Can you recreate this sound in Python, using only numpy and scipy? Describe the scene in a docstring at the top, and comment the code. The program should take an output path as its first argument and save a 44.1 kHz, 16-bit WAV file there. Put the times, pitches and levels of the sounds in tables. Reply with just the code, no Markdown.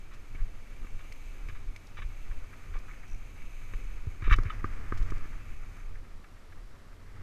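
"""Mountain bike on a dirt trail

A downhill coast, heard from the rider's camera. Air buffets the microphone, tyres drum and crunch over
grit, and the freehub whirrs until it catches near the end. Bumps rattle loose parts, a hard jolt sets
the camera mount knocking, small stones tick on the bike, and a bird trills once."""
import sys
import numpy as np
from scipy import signal
from scipy.fft import rfft, irfft, next_fast_len
from scipy.io import wavfile
from scipy.ndimage import map_coordinates

SR = 44100
rng = np.random.default_rng(int(sys.argv[2]) if len(sys.argv) > 2 else 0)


def unload_wav(signal):
    """Save mono or channel-first audio to the path in sys.argv[1] as 16-bit WAV at rate SR, clipped to [-1, 1]."""
    wavfile.write(
        sys.argv[1],
        SR,
        np.round(np.clip(np.atleast_2d(signal).T, -1, 1) * 32767).astype(np.int16),
    )


N = 318402

# buffeting on the microphone: time_s, level_db
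BUFFET_LEVELS = [(0, -41), (.25, -42), (.45, -31), (.62, -42.5), (.82, -32), (1.13, -36.5), (1.5, -37),
                 (1.82, -46.5), (2.1, -36.5), (2.38, -27), (2.56, -44), (3.1, -38), (3.55, -42), (3.9, -36),
                 (4.15, -38.5), (4.42, -30.5), (4.65, -36), (5.03, -24), (5.5, -38.5), (5.95, -38),
                 (6.4, -50.5), (6.56, -45), (7.22, -42.5)]
# bumps that shove air against the microphone: centre_s, peak_db, pitch_hz
JOLTS = [(0.425, -19.5, 16.4), (.951, -27, 13), (1.689, -26, 19.7), (2.061, -27, 26.4), (2.311, -26, 21),
         (2.764, -24.5, 17), (3.138, -26.5, 16), (3.758, -25, 21), (4.328, -10.5, 26.4), (5.017, -17.5, 20)]
# how hard the ground works the tyres: time_s, load_db
TYRE_LOAD = [(0, -65.5), (.35, -63), (.65, -64.5), (1.0, -64.5), (1.3, -65), (1.5, -62), (1.8, -65),
             (2.85, -61), (3.25, -64.5), (3.75, -62.5), (4.15, -60.5), (4.35, -55), (4.7, -55.5),
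             (5.05, -54.5), (5.45, -60), (5.8, -60.5), (6.35, -66.5), (7.05, -63.5), (7.22, -60)]
# EQ curves, one a layer: freq_hz, gain_db
BUFFET_EQ = [(4, 4.5), (11, -0.5), (22, 2), (33, 1.5), (48, -20.5), (70, -24), (130, -39), (400, -99)]  # sub-bass eddies
BREEZE_EQ = [(100, -1), (400, -1.5), (700, -3.5), (1900, -10.5), (3000, -13), (5000, -16), (7500, -20),
             (10000, -24), (13000, -24.5), (15300, -47)]  # soft rush of air
BOOM_EQ = [(35, -38), (60, -6.5), (75, -5.5), (92, -1), (110, -7), (140, -18), (220, -47), (500, -98)]  # tyre rumble in the mount
TREAD_EQ = [(80, 5.5), (150, 4.5), (230, 4.5), (380, -1), (500, -6), (750, -20), (1200, -6.5), (3000, -42)]  # drumming knobs
DIRT_EQ = [(400, -5), (900, -6.5), (1050, -4), (1220, 3.5), (1450, 0.5), (1750, 0), (2150, -0.5),
           (2600, -9.5), (3100, -16), (3800, -25.5), (5000, -19), (9000, -33), (15000, -42)]  # crunch under the tyres
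CASE_EQ = [(200, -28), (820, -12), (1100, -2.5), (3800, 0), (4150, -9), (6200, -2), (8500, -20),
           (11500, -2), (15000, -29)]  # rattles heard through the camera case
SNAP_EQ = [(500, -27), (1700, -12), (2400, 17), (4000, 12), (5700, 11), (8000, 6), (10000, 3), (12000, 8),
           (15000, -12)]  # bright snap of a stone or twig
# knocks through the frame and camera mount: start_s, thud_db, thud_hz, swing_db
KNOCKS = [(.348, -43, 338, -41), (.846, -43, 323, -51), (1.49, -47, 420, -39), (1.988, -44, 860, -34.5),
          (2.756, -43.5, 810, -46), (3.736, -41.5, 414, -39), (4.07, -44.5, 405, -22),
          (4.224, -41, 339, -26.5), (4.277, -31.5, 384, -33), (4.313, -31.5, 328, -20.5),
          (4.386, -27.5, 368, -23.5), (4.456, -48, 360, -23), (4.643, -26, 337, -25),
          (4.9229, -26.5, 370, -29), (5.1206, -32, 357, -28.5), (5.255, -42, 330, -39)]
# modes of a thud: pitch_ratio, gain_db, t60_s
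THUD_MODES = [(.62, -1, 0.015), (1, 4, 0.012)]
# modes of struck parts: pitch_hz, gain_db, t60_s
CLACK_MODES = [(1180, -8, 0.037), (1253, 12, 0.022), (1606, 11, 0.011), (2050, -9, 0.043)]  # the camera case
SWING_MODES = [(87, 4, 0.069)]  # the camera swinging on its mount
CLANK_MODES = [(1258, 2, 0.027), (2970, -12, 0.027), (3540, -18.5, .035)]  # a metal part
# rattles, from narrow clink to broad scuff: start_s, length_s, level_db, pitch_hz, width_octaves
RATTLES = [(0.111, 0.034, -56.5, 1580, 0.91), (0.347, 0.015, -53, 1980, .4),
           (0.383, 0.035, -58.5, 1580, .41), (0.866, 0.0055, -53, 1700, 0.46), (0.99, 0.022, -55, 1700, .8),
           (1.486, 0.019, -49.5, 1760, 0.74), (1.549, 0.026, -54.5, 1650, .7),
           (1.969, 0.03, -47.5, 1880, 0.82), (2.018, 0.011, -45.5, 2000, 0.62),
           (2.311, 0.012, -52, 1580, 0.5), (2.529, 0.013, -52, 1660, 0.39),
           (2.738, 0.039, -51.5, 1530, 0.8), (2.882, 0.025, -53.5, 1570, .36),
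           (2.911, 0.0068, -50.5, 2040, .15), (2.934, 0.01, -54, 1760, 0.31),
           (3.032, 0.007, -53, 1770, .24), (3.417, 0.0082, -53, 2170, .22),
           (3.735, 0.0083, -47, 1637, 0.65), (4.22, 0.0092, -46.5, 1500, 0.68),
           (4.239, 0.047, -44.5, 1690, 0.67), (4.296, 0.036, -37, 1770, .62),
           (4.31, 0.014, -28, 1530, 0.36), (4.324, 0.016, -25.8, 1690, 0.87),
           (4.452, 0.037, -49.5, 1830, 0.39), (4.497, 0.012, -43, 1900, 0.6),
           (5.954, 0.0053, -53.5, 1830, 0.22), (6.24, 0.0087, -54, 1750, 0.58),
           (6.523, 0.0058, -53, 1720, .35)]
# body resonances: centre_hz, width_hz, gain_db
CASE_RESONANCES = [(1186, 215, 6), (1450, 110, -19), (1670, 250, -3), (1900, 400, -5.5), (2250, 110, 2.5),
                   (2645, 52, -5.5), (2974, 34, -4), (3420, 49, -4), (3696, 220, -4), (4650, 280, -7),
                   (5500, 400, -18), (5900, 140, -8.5), (7100, 160, -2), (11400, 900, -27)]  # the camera case
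HUB_RESONANCES = [(2310, 174, 11), (2845, 230, -4), (3700, 260, -11), (6290, 300, -1), (6800, 280, -12.5),
                  (7700, 355, -21), (8640, 440, -19), (11640, 710, -17)]  # the hub shell
# the freehub's whirr while coasting, and its narrow band: time_s, level_db, band_hz
WHIRR = [(0, -66, 2566), (.6, -66.5, 2627), (1.1, -62, 2706), (1.4, -62.5, 2566), (1.7, -66, 2526),
         (2.2, -63, 2645), (2.8, -64, 2500), (3.3, -63.5, 2625), (3.65, -59.5, 2580), (4.4, -65.5, 2510),
         (5.35, -63, 2610), (5.8, -64, 2490)]
# stones and twigs hitting the bike: start_s, length_s, snap_db, ring_ratio (minus flips the polarity)
TICKS = [(0.136, 0.017, -63.5, 0), (1.123, 0.0064, -54.5, 2), (1.487, 0.012, -66, 4),
         (1.762, 0.0058, -54, 2.5), (1.868, 0.0075, -60.5, 0), (2.788, 0.0065, -61, 0),
         (4.361, 0.012, -57, 0.5), (4.387, 0.0034, -56, 2.5), (4.434, 0.0033, -54, -0.5),
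         (4.974, 0.018, -58.5, -1), (5.024, 0.012, -62, -0.5), (5.102, 0.01, -56.5, 1.5),
         (5.178, 0.01, -63.5, -1)]


def wind(gust_db=-4.5, breeze_db=-62):
    """Slow eddies buffet the microphone over a soft rush; each jolt adds a gust and one pressure swing."""
    buffet_db, = curves(BUFFET_LEVELS)
    buffet = amp(buffet_db + 2.7 * wobble(12))
    gusts = amp(gust_db) * jolt_swells(half_width_s=0.068)
    air = np.hypot(buffet, gusts) * noise(BUFFET_EQ, evenness=0.54)
    t = np.arange(N) / SR
    for centre_s, peak_db, pitch_hz in JOLTS:
        phase = 2 * np.pi * pitch_hz * (t - centre_s)
        air *= 1 - np.exp(-(phase / 6) ** 2)  # the jolt sweeps the eddies away while it lasts
        air += amp(peak_db) * phase * np.exp((1 - phase ** 2) / 2)
    return air + amp(breeze_db + wobble(1.6) / 2) * noise(BREEZE_EQ)


def tyres(smooth_trail_db=-63.5):
    """Knobs drum through the frame into the mount, grit crunches and pebbles pop; all grow with load."""
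    load_db = curves(TYRE_LOAD)[0] - smooth_trail_db
    # each layer: its level on smooth trail, a push from the load, a random flutter
    boom_db = -56 + 1.07 * load_db + 2.3 * wobble(16)
    tread_db = -60.5 + 0.78 * load_db + 1.85 * wobble(25)
    crunch_db = -64.5 + 1.26 * load_db + 2.3 * wobble(40)
    shudder = amp(-25) * jolt_swells(half_width_s=0.049)  # the mount shakes around each jolt
    boom = np.hypot(amp(boom_db), shudder) * noise(BOOM_EQ, evenness=0.19)
    tread = np.hypot(amp(tread_db), amp(-15.5) * shudder) * noise(TREAD_EQ)
    grit = unit(eq(impacts(per_s=4000, spread_db=2, size=N), DIRT_EQ))
    pops = resonate(impacts(per_s=50, spread_db=4.5, size=N), CASE_RESONANCES)
    pebbles = unit(eq(pops, DIRT_EQ))
    return boom + tread + amp(crunch_db) * (grit + amp(-12) * pebbles)


def mount_knocks(hard_thud_db=-26, hard_clack_db=-25, rebound_s=0.00267):
    """The mount hits its stop and rebounds: a hollow clack over a thud, then the camera swings on."""
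    out, t = np.zeros(N), np.arange(SR // 6) / SR
    for start_s, thud_db, thud_hz, swing_db in KNOCKS:
        clack_db = hard_clack_db + 1.53 * (thud_db - hard_thud_db)  # harder knocks are brighter
        varied_modes = [(hz * (1 + 0.019 * rng.normal()), db + rng.normal(), t60)
                        for hz, db, t60 in CLACK_MODES]
        clack = steep_filter(ring(varied_modes, t) * attack(t, 0.00061), 970, "high")
        clack /= np.abs(clack).max()
        thud = ring([(ratio * thud_hz, db, t60) for ratio, db, t60 in THUD_MODES], t)
        thud = steep_filter(thud, 1.27 * thud_hz, "low")
        swing = ring(SWING_MODES, t) * attack(t, 0.0032)
        add(out, start_s, amp(clack_db) * clack + amp(thud_db) * thud + amp(swing_db) * swing)
        add(out, start_s + rebound_s, amp(clack_db - 8.5) * clack)
    return out


def clank(start_s=4.5025, gain_db=-24.5):
    """A metal part is struck once on the rough stretch and rings briefly."""
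    out, t = np.zeros(N), np.arange(SR // 10) / SR
    add(out, start_s, amp(gain_db) * ring(CLANK_MODES, t) * attack(t, 0.0016))
    return out


def rattles():
    """Loose parts chatter on the bumps, each at its own pitch, coloured by the camera case."""
    out, t = np.zeros(N), np.arange(SR // 6) / SR
    for start_s, length_s, level_db, pitch_hz, octaves in RATTLES:
        weakening = amp(-5 * t / length_s)  # the bounces lose strength through the burst
        envelope = burst(t, length_s, rise_s=0.001, fall_s=0.0071) * weakening
        chatter = impacts(per_s=9000, spread_db=3.5, size=len(t)) * envelope
        body = eq(resonate(chatter, CASE_RESONANCES), CASE_EQ)
        rattle = focus(body, pitch_hz, octaves, skirt_db=-21)
        add(out, start_s, at_level(rattle, length_s, level_db))
    return out


def freehub(catch_s=5.79, fade_db_per_s=44):
    """Pawl clicks blur into a whirr that rings the hub shell and dies as the pedals take up the drive."""
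    whirr_db, band_hz = curves(WHIRR)
    fade_db = fade_db_per_s * np.maximum(np.arange(N) / SR - catch_s, 0)
    shell = unit(resonate(impacts(per_s=3000, spread_db=1.5, size=N), HUB_RESONANCES))
    phase = 2 * np.pi * np.cumsum(band_hz) / SR
    band = unit(wobble(230) * np.cos(phase) + wobble(230) * np.sin(phase))  # narrow, pitched noise
    whirr = shell + amp(-7 + wobble(4.33)) * band
    return amp(whirr_db - fade_db + 0.87 * wobble(16)) * whirr


def stone_ticks():
    """Flung stones and twigs snap against the bike; some ring a metal part."""
    out, t = np.zeros(N), np.arange(SR // 10) / SR
    metal = ring([(2100, -2, 0.028), (2280, 0, 0.044)], t)
    for start_s, length_s, snap_db, ring_ratio in TICKS:
        envelope = burst(t, length_s / 2, rise_s=0.0004, fall_s=0.35 * length_s)
        crackle = impacts(per_s=5200, spread_db=6, size=len(t)) * envelope
        snap = focus(eq(crackle, SNAP_EQ), centre_hz=5400, octaves=0.68, skirt_db=-14)
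        ping = ring_ratio * at_level(metal, length_s, snap_db)
        add(out, start_s, at_level(snap, length_s, snap_db) + ping)
    return out


def bird(start_s=3.064, pips=8, pips_per_s=62, pitch_hz=5950, gain_db=-62):
    """A faint, fast trill of raspy pips that swells and fades."""
    out, t = np.zeros(N), np.arange(SR // 60) / SR
    for k in range(pips):
        rasp = unit(resonate(rng.standard_normal(len(t)), [(pitch_hz, 280, 0)]))
        pip = rasp * burst(t, 0.0065, rise_s=0.00055, fall_s=0.0017)
        swell = np.sin(np.pi * (k + 1) / (pips + 1))
        add(out, start_s + k / pips_per_s, amp(gain_db) * swell * pip)
    return out


def jolt_swells(half_width_s):
    """A swell around each jolt, as strong as the jolt."""
    t = np.arange(N) / SR
    return sum(amp(db) * np.exp(-((t - centre_s) / half_width_s) ** 2) for centre_s, db, _ in JOLTS)


def amp(db):
    """Decibels to gain."""
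    return 10 ** (np.asarray(db) / 20)


def unit(x):
    """Scale to rms 1."""
    return x / np.sqrt(np.mean(x ** 2) + 1e-20)


def curves(rows):
    """An automation curve for each column after the time."""
    times_s, *columns = np.transpose(rows)
    return [np.interp(np.arange(N) / SR, times_s, column) for column in columns]


def wobble(per_s):
    """Smooth random modulation through per_s points a second."""
    points = rng.standard_normal(int(N * per_s / SR) + 4)
    return map_coordinates(points, [np.arange(N) * per_s / SR])


def filtered(x, response):
    """Filter x by a complex response of frequency."""
    size = next_fast_len(len(x) + 8192)
    return irfft(rfft(x, size) * response(np.fft.rfftfreq(size, 1 / SR)), size)[:len(x)]


def eq(x, points):
    """Shape x with an EQ curve on a log frequency axis."""
    hz, db = np.transpose(points)
    return filtered(x, lambda f: amp(np.interp(np.log(f + 1), np.log(hz), db)))


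def resonate(x, resonances):
    """Play x through parallel band-pass resonators."""
    return filtered(x, lambda f: sum(amp(db) * 1j * f * width / (hz * hz - f * f + 1j * f * width)
                                     for hz, width, db in resonances))


def focus(x, centre_hz, octaves, skirt_db):
    """Favour one band over a weak, broad skirt."""
    return filtered(x, lambda f: np.exp(-(np.log2((f + 1) / centre_hz) / octaves) ** 2 / 2)
                    + amp(skirt_db))


def steep_filter(x, edge_hz, kind):
    """A four-pole "low" or "high" pass."""
    return signal.sosfilt(signal.butter(4, edge_hz, kind, fs=SR, output="sos"), x)


def ring(modes, t):
    """Damped sines after a blow."""
    return sum(amp(db - 60 * t / t60) * np.sin(2 * np.pi * hz * t) for hz, db, t60 in modes)


def impacts(per_s, spread_db, size):
    """Tiny contacts at random moments, of log-normal strength."""
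    clicks = (rng.random(size) < per_s / SR) * rng.choice([-1, 1], size)
    return unit(clicks * amp(spread_db * rng.standard_normal(size)))


def noise(points, evenness=0):
    """Coloured noise of rms 1; evenness compresses its swells."""
    x = eq(rng.standard_normal(N), points)
    if evenness:
        swell = np.abs(signal.hilbert(unit(x)))
        x = x / (swell + 0.5) ** evenness
    return unit(x)


def attack(t, rise_s):
    """An exponential fade-in."""
    return 1 - np.exp(-t / rise_s)


def burst(t, length_s, rise_s, fall_s):
    """An envelope that rises, holds until length_s and dies."""
    return attack(t, rise_s) * np.exp(-np.maximum(t - length_s, 0) / fall_s)


def at_level(x, length_s, level_db):
    """Give a hit the energy of level_db held for length_s."""
    return amp(level_db) * x * np.sqrt(length_s * SR / (np.sum(x ** 2) + 1e-20))


def add(track, start_s, x):
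    """Mix x into the track from start_s."""
    start = round(start_s * SR)
    part = track[start:start + len(x)]
    part += x[:len(part)]


def scene():
    """The mono mix at the riding microphone, in open air."""
    mix = wind() + tyres() + mount_knocks() + clank() + rattles() + freehub() + stone_ticks() + bird()
    return mix[None]


def record(dry):
    """The camera cuts all treble above its band limit."""
    return np.array([filtered(x, lambda hz: hz < 15350) for x in dry])


dry = scene()
out = record(dry)
unload_wav(out)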